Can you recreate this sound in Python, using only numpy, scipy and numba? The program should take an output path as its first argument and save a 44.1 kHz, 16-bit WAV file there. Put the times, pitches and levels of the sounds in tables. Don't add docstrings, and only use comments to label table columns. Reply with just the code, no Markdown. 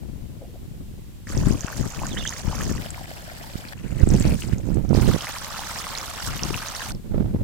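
import sys
import numpy as np
from scipy import signal
from scipy.fft import rfft, irfft, next_fast_len
from scipy.io import wavfile
from scipy.ndimage import uniform_filter1d
from numba import njit

SR = 44100
rng = np.random.default_rng(int(sys.argv[2]) if len(sys.argv) > 2 else 0)


def dump_mix(stems):
    frames = np.atleast_2d(stems).T
    limited = np.clip(frames, -1, 1)
    pcm = np.round(limited * 32767).astype(np.int16)
    wavfile.write(sys.argv[1], SR, pcm)


N = 327663
TIME = np.arange(N) / SR
FADE_S = 0.03


def from_db(db):
    return 10 ** (np.asarray(db) / 20)


def rms_one(x):
    return x / np.sqrt(np.mean(x ** 2) + 1e-20)


def at_hz(points, hz):
    f, value = np.transpose(points)
    return np.interp(np.log(hz + 1e-3), np.log(f), value)


def panned(side_db):
    gains = from_db(np.array([side_db, -side_db]) / 2)
    return gains / np.sqrt(np.mean(gains ** 2, axis=0))


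def coloured(x, gain_at):
    size = next_fast_len(N + 4096)
    hz = np.arange(size // 2 + 1) * SR / size
    return irfft(rfft(x, size) * gain_at(hz), size)[..., :N]


def drift(rate):
    step = 20
    r = np.exp(-2 * np.pi * rate * step / SR)
    noise = rng.standard_normal(N // step + 2002)
    slow = signal.lfilter([1], [1, -2 * r, r * r], noise)[2000:]
    return np.interp(np.arange(N) / step, np.arange(len(slow)), rms_one(slow))


def swell(s, db, length, onset_power, drop_power):
    shape = np.zeros(N)
    near = np.abs(TIME - s) < 4 * length
    t = (TIME[near] - s) / length
    shape[near] = np.exp(-np.abs(t) ** np.where(t < 0, onset_power, drop_power))
    return from_db(db) ** 2 * shape


def still_air(level_db):
    # frequency in Hz, relative level in dB per Hz
    hush = [(290, 1.5), (500, -6), (649, -13), (729, -6), (1300, -9), (3020, -7.5), (5880, -11.5),
            (7860, -9.5), (8830, -12.5), (15100, -11.5), (16000, -22)]
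    noise = rng.standard_normal((2, N))
    return from_db(level_db) * rms_one(coloured(noise, lambda f: from_db(at_hz(hush, f))))


def wind_levels():
    # peak time in seconds, peak level in dB before the wind's trim,
    # half-length in seconds, left-right difference in dB
    gusts = [(0.124, -34, .19, 15), (0.792, -38, 0.23, 1), (1.374, -23, 0.039, 0), (1.465, -18.5, 0.077, 8),
             (1.823, -22, 0.039, 11), (2.014, -28.5, 0.03, 12), (2.147, -29.5, 0.12, 0),
             (2.506, -26, 0.056, 11), (2.688, -25, 0.092, 5.5), (2.9, -37.5, 0.14, 8),
             (3.973, -24.5, 0.097, -16), (4.132, -14, 0.061, -7.5), (4.288, -15, 0.052, -7.5),
             (4.52, -26, 0.097, -8.5), (4.758, -19, 0.07, -19), (4.951, -14, 0.049, -19),
             (5.07, -15, 0.063, -13), (6.306, -28.5, 0.044, 5.5), (6.49, -27.5, 0.073, 11),
             (6.939, -29, 0.04, -1), (7.19, -19, 0.062, -9.5), (7.388, -23.5, 0.1, -2)]
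    breeze_db, breeze_side_db = -40.5, 1.5
    power = (from_db(breeze_db) * panned(breeze_side_db)[:, None]) ** 2
    for s, db, length, side_db in gusts:
        gust = swell(s, db, length, onset_power=1.85, drop_power=2.6)
        power = power + panned(side_db)[:, None] ** 2 * gust
    return 10 * np.log10(power)


def port_wind(level_db, lumpy_db, lumps_per_s, brighten, trim_db):
    # frequency in Hz, relative level in dB per Hz
    turbulence = [(12, -13), (25, 1.5), (50, -2), (90, -2), (150, -2.5), (250, -10.5), (400, -18),
                  (700, -34.5), (1400, -46), (3000, -53.5)]
    out = np.zeros(N)
    lumps = drift(lumps_per_s)
    edges = 14 * 2 ** (np.arange(13) * 2 / 3)
    centres = np.sqrt(edges[1:] * edges[:-1])
    shares = from_db(at_hz(turbulence, centres)) * np.sqrt(centres)
    shares = shares / np.linalg.norm(shares)
    white = rng.standard_normal((2, N))
    for k, share in enumerate(shares):
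        band_pass = signal.butter(2, edges[k:k + 2], "band", fs=SR, output="sos")
        band = rms_one(signal.sosfilt(band_pass, white[k % 2]))
        small = np.clip(np.log2(centres[k] / 70) / 3, 0, 1)
        swing_db = lumpy_db * (0.44 + small)
        steady_db = swing_db ** 2 * np.log(10) / 20
        brighter_db = brighten * small * (level_db + 28.0)
        out += share * band * from_db(swing_db * np.minimum(lumps, 2) - steady_db + brighter_db)
    slow_rms = np.sqrt(uniform_filter1d(out ** 2, size=4000) + 1e-12)
    return out / slow_rms * from_db(level_db + trim_db)


def buffets(level_db):
    # time in seconds, peak in dB before level_db,
    # left-right difference in dB, length in seconds
    eddies = [(1.468, -7.5, 17, 0.0057), (1.509, -6.5, 22, 0.0025), (1.647, -12.5, 27, 0.0033),
              (2.481, -8.5, 28, 0.0051), (2.715, -10.5, 17, 0.0024), (3.557, -15, -24, 0.0036),
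              (4.036, 2.5, -46, 0.0068), (4.535, -4, -30, 0.0048), (4.689, -12.5, -19, 0.002),
              (4.85, -18, -11, 0.0017), (4.931, -6, -30, 0.0014), (4.95, -4.5, -25, 0.0016),
              (5.163, -11, -16, 0.0016), (4.144, -9, -1, 0.0019), (7.145, -11, -18, 0.0019),
              (7.348, -8, 16, 0.0022)]
    out = np.zeros((2, N))
    for s, db, side_db, length in eddies:
        u = (s - TIME) / length
        push_pull = 2 * u / (1 + (2 * u) ** 2) ** 2 * np.pi
        out += from_db(db + level_db) * panned(side_db)[:, None] * push_pull
    return out


def knocks(width):
    # time of the peak in seconds, level in dB, pitch in Hz
    far_knocks = [(0.422, -42.5, 527), (0.448, -49, 632), (.5, -51, 493), (0.559, -48, 577),
                  (0.816, -45.5, 337)]
    half_length_s = 0.015
    out = np.zeros((2, N))
    for s, db, hz in far_knocks:
        b, a = signal.butter(2, [hz / (1 + width), hz * (1 + width)], "band", fs=SR)
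        body = signal.lfilter(b, a, rng.standard_normal(N))
        out += from_db(db) * rms_one(body) * np.exp(-((TIME - s) / half_length_s) ** 2)
    return out


def bird(level_db, side_db, flutter_db, husky):
    # start in seconds, length in seconds, level in dB before level_db and flutter,
    # first and last pitch in Hz before the waver
    notes = [(2.099, 0.048, -34, 3950, 3020), (2.168, 0.02, -25, 2890, 3360),
             (2.177, 0.039, -29, 3600, 3520), (2.208, 0.033, -33, 2890, 2890),
             (2.234, .02, -31.5, 3580, 3020), (2.259, 0.014, -26, 2800, 3930),
             (2.271, 0.0125, -23.5, 3380, 2970), (2.282, 0.0099, -30, 3750, 3600)]
    out = np.zeros(N)
    waver = 1 + husky * drift(510)
    for s, length, db, first_hz, last_hz in notes:
        singing = (TIME > s) & (TIME < s + length)
        u = (TIME[singing] - s) / length
        hz = (first_hz + (last_hz - first_hz) * u) * waver[singing]
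        phase = 2 * np.pi * np.cumsum(hz) / SR
        out[singing] += from_db(db) * np.sqrt(np.sin(np.pi * u)) * np.sin(phase)
    return panned(side_db)[:, None] * from_db(level_db + flutter_db * drift(250)) * out


@njit
def ring_bubbles(start, height, hz, cycles, rise, length, sr):
    out = np.zeros(length)
    for k in range(len(start)):
        life = cycles[k] / hz[k]
        first = max(int(start[k] * sr) + 1, 0)
        last = min(int((start[k] + 5 * life) * sr), length)
        for i in range(first, last):
            t = i / sr - start[k]
            envelope = (1 - np.exp(-2 * hz[k] * t)) * np.exp(-t / life)
            out[i] += height[k] * envelope * np.sin(2 * np.pi * hz[k] * t * (1 + rise * t / life))
    return out


def swarm(span, spectrum, low_hz, high_hz, per_s, spread_db, cycles, rise, splashing, lead, scatter, wash_db):
    inside = (TIME >= span[0]) & (TIME <= span[1])
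    count = int(per_s * (span[1] - span[0]))
    when, pitch, size, damping, place, side = rng.random((count, 6)).T
    births = np.cumsum(inside * splashing)
    start = np.interp(when * births[-1], births, TIME)
    hz = low_hz * (high_hz / low_hz) ** pitch
    lasting = .5 * 4 ** damping
    size_db = spread_db * np.minimum(-np.log(1 - size), 3.2)
    height = hz / np.sqrt(lasting) * from_db(at_hz(spectrum, hz) + size_db)
    delay = lead + scatter * np.log((place + 1e-6) / (1 - place + 1e-6))
    gains = panned(8 * (side - .5))
    rings = np.array([
        ring_bubbles(start + c * delay, height * gains[c], hz, cycles * lasting, rise, N, SR)
        for c in (0, 1)])
    noise = rng.standard_normal((2, N))
    wash = coloured(noise, lambda f: from_db(at_hz(spectrum, f)) * (f > low_hz) * (f < high_hz))
    gate = uniform_filter1d(inside * 1., size=256)
    wash = from_db(wash_db) * rms_one(wash * np.sqrt(splashing)) * gate
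    both = rings / rings[:, inside].std() + wash
    return both / both[:, inside].std()


def plops(span, level_db, rise, count=3):
    # start in seconds, height in dB before level_db, starting pitch in Hz
    large_bubbles = [(1.271, -26, 1750), (1.376, -16.5, 5740), (1.485, -22, 8000), (1.608, -18, 6200),
                     (1.682, -23, 1450), (1.992, -24.5, 2410), (2.018, -19.5, 780), (2.034, -16.5, 980),
                     (2.056, -23.5, 1420), (2.068, -17, 6730), (2.171, -18, 1800), (2.253, -16.5, 1630),
                     (2.276, -11.5, 6100), (2.293, -14, 6160), (2.325, -21, 1820), (2.531, -20.5, 824),
                     (2.609, -20, 1660), (2.905, -19, 7600), (2.978, -26, 930), (3.113, -25, 630),
                     (3.44, -30, 855), (3.686, -27.5, 4200), (4.089, -17, 7700), (4.104, -20, 5840),
                     (4.138, -20, 6400), (4.151, -21, 5620), (4.199, -16.5, 7430), (4.422, -19.5, 2770),
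                     (4.003, -26, 1900), (4.319, -24.5, 2380), (4.583, -28, 6360), (4.745, -29, 7850),
                     (4.892, -30, 5700), (4.943, -27, 4660), (5.114, -20.5, 1270), (5.137, -23, 3400),
                     (5.208, -19.5, 3080), (5.27, -18, 1940), (5.507, -21.5, 1167), (5.543, -20.5, 1280),
                     (5.591, -19.5, 820), (5.787, -18.5, 5130), (5.868, -20.5, 1140), (5.952, -16, 4020),
                     (5.976, -16.5, 5000), (5.985, -16, 6460), (6.264, -17, 7840), (6.274, -22, 1400),
                     (6.394, -20, 2700), (6.434, -8, 5500), (6.543, -13, 2620), (6.685, -16, 6080),
                     (6.765, -20.5, 4140), (6.818, -19.5, 1600), (6.949, -32.5, 5100)]
    fragment_s, fragment_loss_db, fragment_octaves = .008, 14.5, 0.28
    rings = []
    for s, db, hz in large_bubbles:
        if span[0] < s < span[1] + FADE_S:
            rings.append((s, db, hz))
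            for late, off in rng.uniform([0, -1], [2, 1], (count, 2)):
                fragment_hz = hz * 2 ** (fragment_octaves * off)
                rings.append((s + fragment_s * late, db - fragment_loss_db, fragment_hz))
    s, db, hz = np.transpose(rings).copy()
    cycles = 2 * (hz / 1000) ** 0.51
    return ring_bubbles(s, from_db(db + level_db), hz, cycles, rise, N, SR)


def flow(span, gurgle_db, spray_db):
    # peak time in seconds, gurgle peak in dB, spray peak in dB, half-length in seconds
    sloshes = [(1.697, -40, -42, 0.027), (2.04, -38, -61, 0.011), (2.584, -38, -37, 0.065),
               (2.36, -46, -41.5, 0.051), (2.85, -38, -46, 0.016), (3.83, -50, -56, 0.13),
               (4.017, -43, -45, 0.029), (4.14, -46, -42, 0.043), (4.232, -40, -38.5, 0.079),
               (4.407, -45.5, -40.5, 0.075), (4.52, -43, -47.5, 0.02), (4.717, -53, -51, 0.028),
               (5.292, -37.5, -39, 0.019), (5.973, -40, -39, 0.016), (6.268, -44, -33, 0.018)]
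    power = from_db([[gurgle_db], [spray_db]]) ** 2
    for s, gurgle_peak, spray_peak, length in sloshes:
        if span[0] < s < span[1]:
            peaks_db = [[gurgle_peak], [spray_peak]]
            power = power + swell(s, peaks_db, length, onset_power=1.4, drop_power=2.9)
    return np.clip((TIME - span[0]) / FADE_S, 0, 1) * np.sqrt(power)


def stream(span, spectrum, sides, bubbles_per_s, drops_per_s, gurgle_db, spray_db, lead, slap_db, fizz_db):
    gurgle_gain, spray_gain = flow(span, gurgle_db, spray_db)
    slaps = np.minimum(drift(90), 2)
    trapping = from_db(slap_db * slaps)
    bursting = from_db(.4 * slap_db * slaps + 3 * drift(25))
    gurgle = swarm(span, spectrum, 439, 2987, bubbles_per_s, spread_db=3.5, cycles=2.33, rise=0.039,
                   splashing=trapping, lead=lead, scatter=4e-5, wash_db=-3.5)
    spray = swarm(span, spectrum, 2862, 16100, drops_per_s, spread_db=5.5, cycles=4.8, rise=0.019,
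                  splashing=bursting, lead=lead, scatter=8e-5, wash_db=fizz_db)
    water = gurgle_gain * gurgle + spray_gain * spray + plops(span, level_db=1.5, rise=0.016)
    return coloured(water, lambda f: panned(at_hz(sides, f)))


def spill():
    # frequency in Hz, relative level in dB per Hz
    colour = [(310, -16), (520, -1), (693, -4.5), (1060, -2.5), (1810, -6), (2030, -11), (2480, -9.5),
              (3930, -18), (4400, -12), (6870, -8), (8270, -17.5), (8890, -19), (15100, -24), (16000, -28)]
    # frequency in Hz, left-right difference in dB
    tilt = [(800, 1), (1800, 2.5), (3300, -2), (5700, -13.5), (8400, 0), (13000, -2)]
    return stream((1.265, 2.79), colour, tilt, bubbles_per_s=450, drops_per_s=2000, gurgle_db=-42.0,
                  spray_db=-41.0, lead=5e-5, slap_db=4.5, fizz_db=-4.0)


def furrow():
    # frequency in Hz, relative level in dB per Hz
    colour = [(240, -45), (400, -6), (666, 3.5), (979, -2), (1180, -4.5), (1650, -0.5), (3810, -13.5),
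              (4950, -9.5), (6150, -17.5), (7870, -13), (8900, -19), (15000, -19), (16000, -26)]
    # frequency in Hz, left-right difference in dB
    tilt = [(800, 1.5), (1800, 5), (3300, -2), (5700, -9), (8400, 7), (13000, -3.5)]
    return stream((2.77, 3.735), colour, tilt, bubbles_per_s=280, drops_per_s=5000, gurgle_db=-43.5,
                  spray_db=-46.0, lead=0.00031, slap_db=3.5, fizz_db=-1.0)


def pressed_sack():
    # frequency in Hz, relative level in dB per Hz
    colour = [(410, -35), (700, -8.5), (1210, -4), (1750, -3), (2400, -2.5), (2840, -7), (3690, -6),
              (6320, -2.5), (7990, -2.5), (11700, -16), (14600, -11), (16000, -25)]
    # frequency in Hz, left-right difference in dB
    tilt = [(800, 12), (1800, 6), (3300, 8), (5700, -19), (8400, 11.5), (13000, -3)]
    return stream((3.745, 4.96), colour, tilt, bubbles_per_s=800, drops_per_s=1100, gurgle_db=-60,
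                  spray_db=-57, lead=8e-5, slap_db=5, fizz_db=-3.0)


def stones():
    # frequency in Hz, relative level in dB per Hz
    colour = [(210, -36), (350, -6), (424, -9.5), (817, -3), (1140, -1.5), (2070, -7.5), (2710, -9.5),
              (3340, -6), (5660, -5.5), (7430, -9.5), (8040, -10), (10700, -15), (15000, -15), (16000, -29)]
    # frequency in Hz, left-right difference in dB
    tilt = [(800, -1), (1800, 1.5), (3300, 0), (5500, -16), (8400, 2), (13000, -5)]
    return stream((4.928, 6.922), colour, tilt, bubbles_per_s=800, drops_per_s=3000, gurgle_db=-37.0,
                  spray_db=-37.0, lead=-0.000039, slap_db=4, fizz_db=-3.5)


def scene():
    air = still_air(level_db=-54)
    wind = np.array([
        port_wind(db, lumpy_db=5.5, lumps_per_s=60, brighten=0.16, trim_db=0.5)
        for db in wind_levels()])
    thumps = buffets(level_db=-4.0)
    far_off = knocks(width=0.17)
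    warble = bird(level_db=-3.5, side_db=-14, flutter_db=2.5, husky=0.038)
    water = spill() + furrow() + pressed_sack() + stones()
    return air + wind + thumps + far_off + warble + water


def record(dry):
    rumble_cut = signal.butter(1, 12, "high", fs=SR, output="sos")
    overloaded = np.clip(signal.sosfilt(rumble_cut, dry), -1, 1)
    top_cut = signal.ellip(10, .1, 80, 16200, fs=SR, output="sos")
    return signal.sosfilt(top_cut, overloaded)


dry = scene()
out = record(dry)
dump_mix(out)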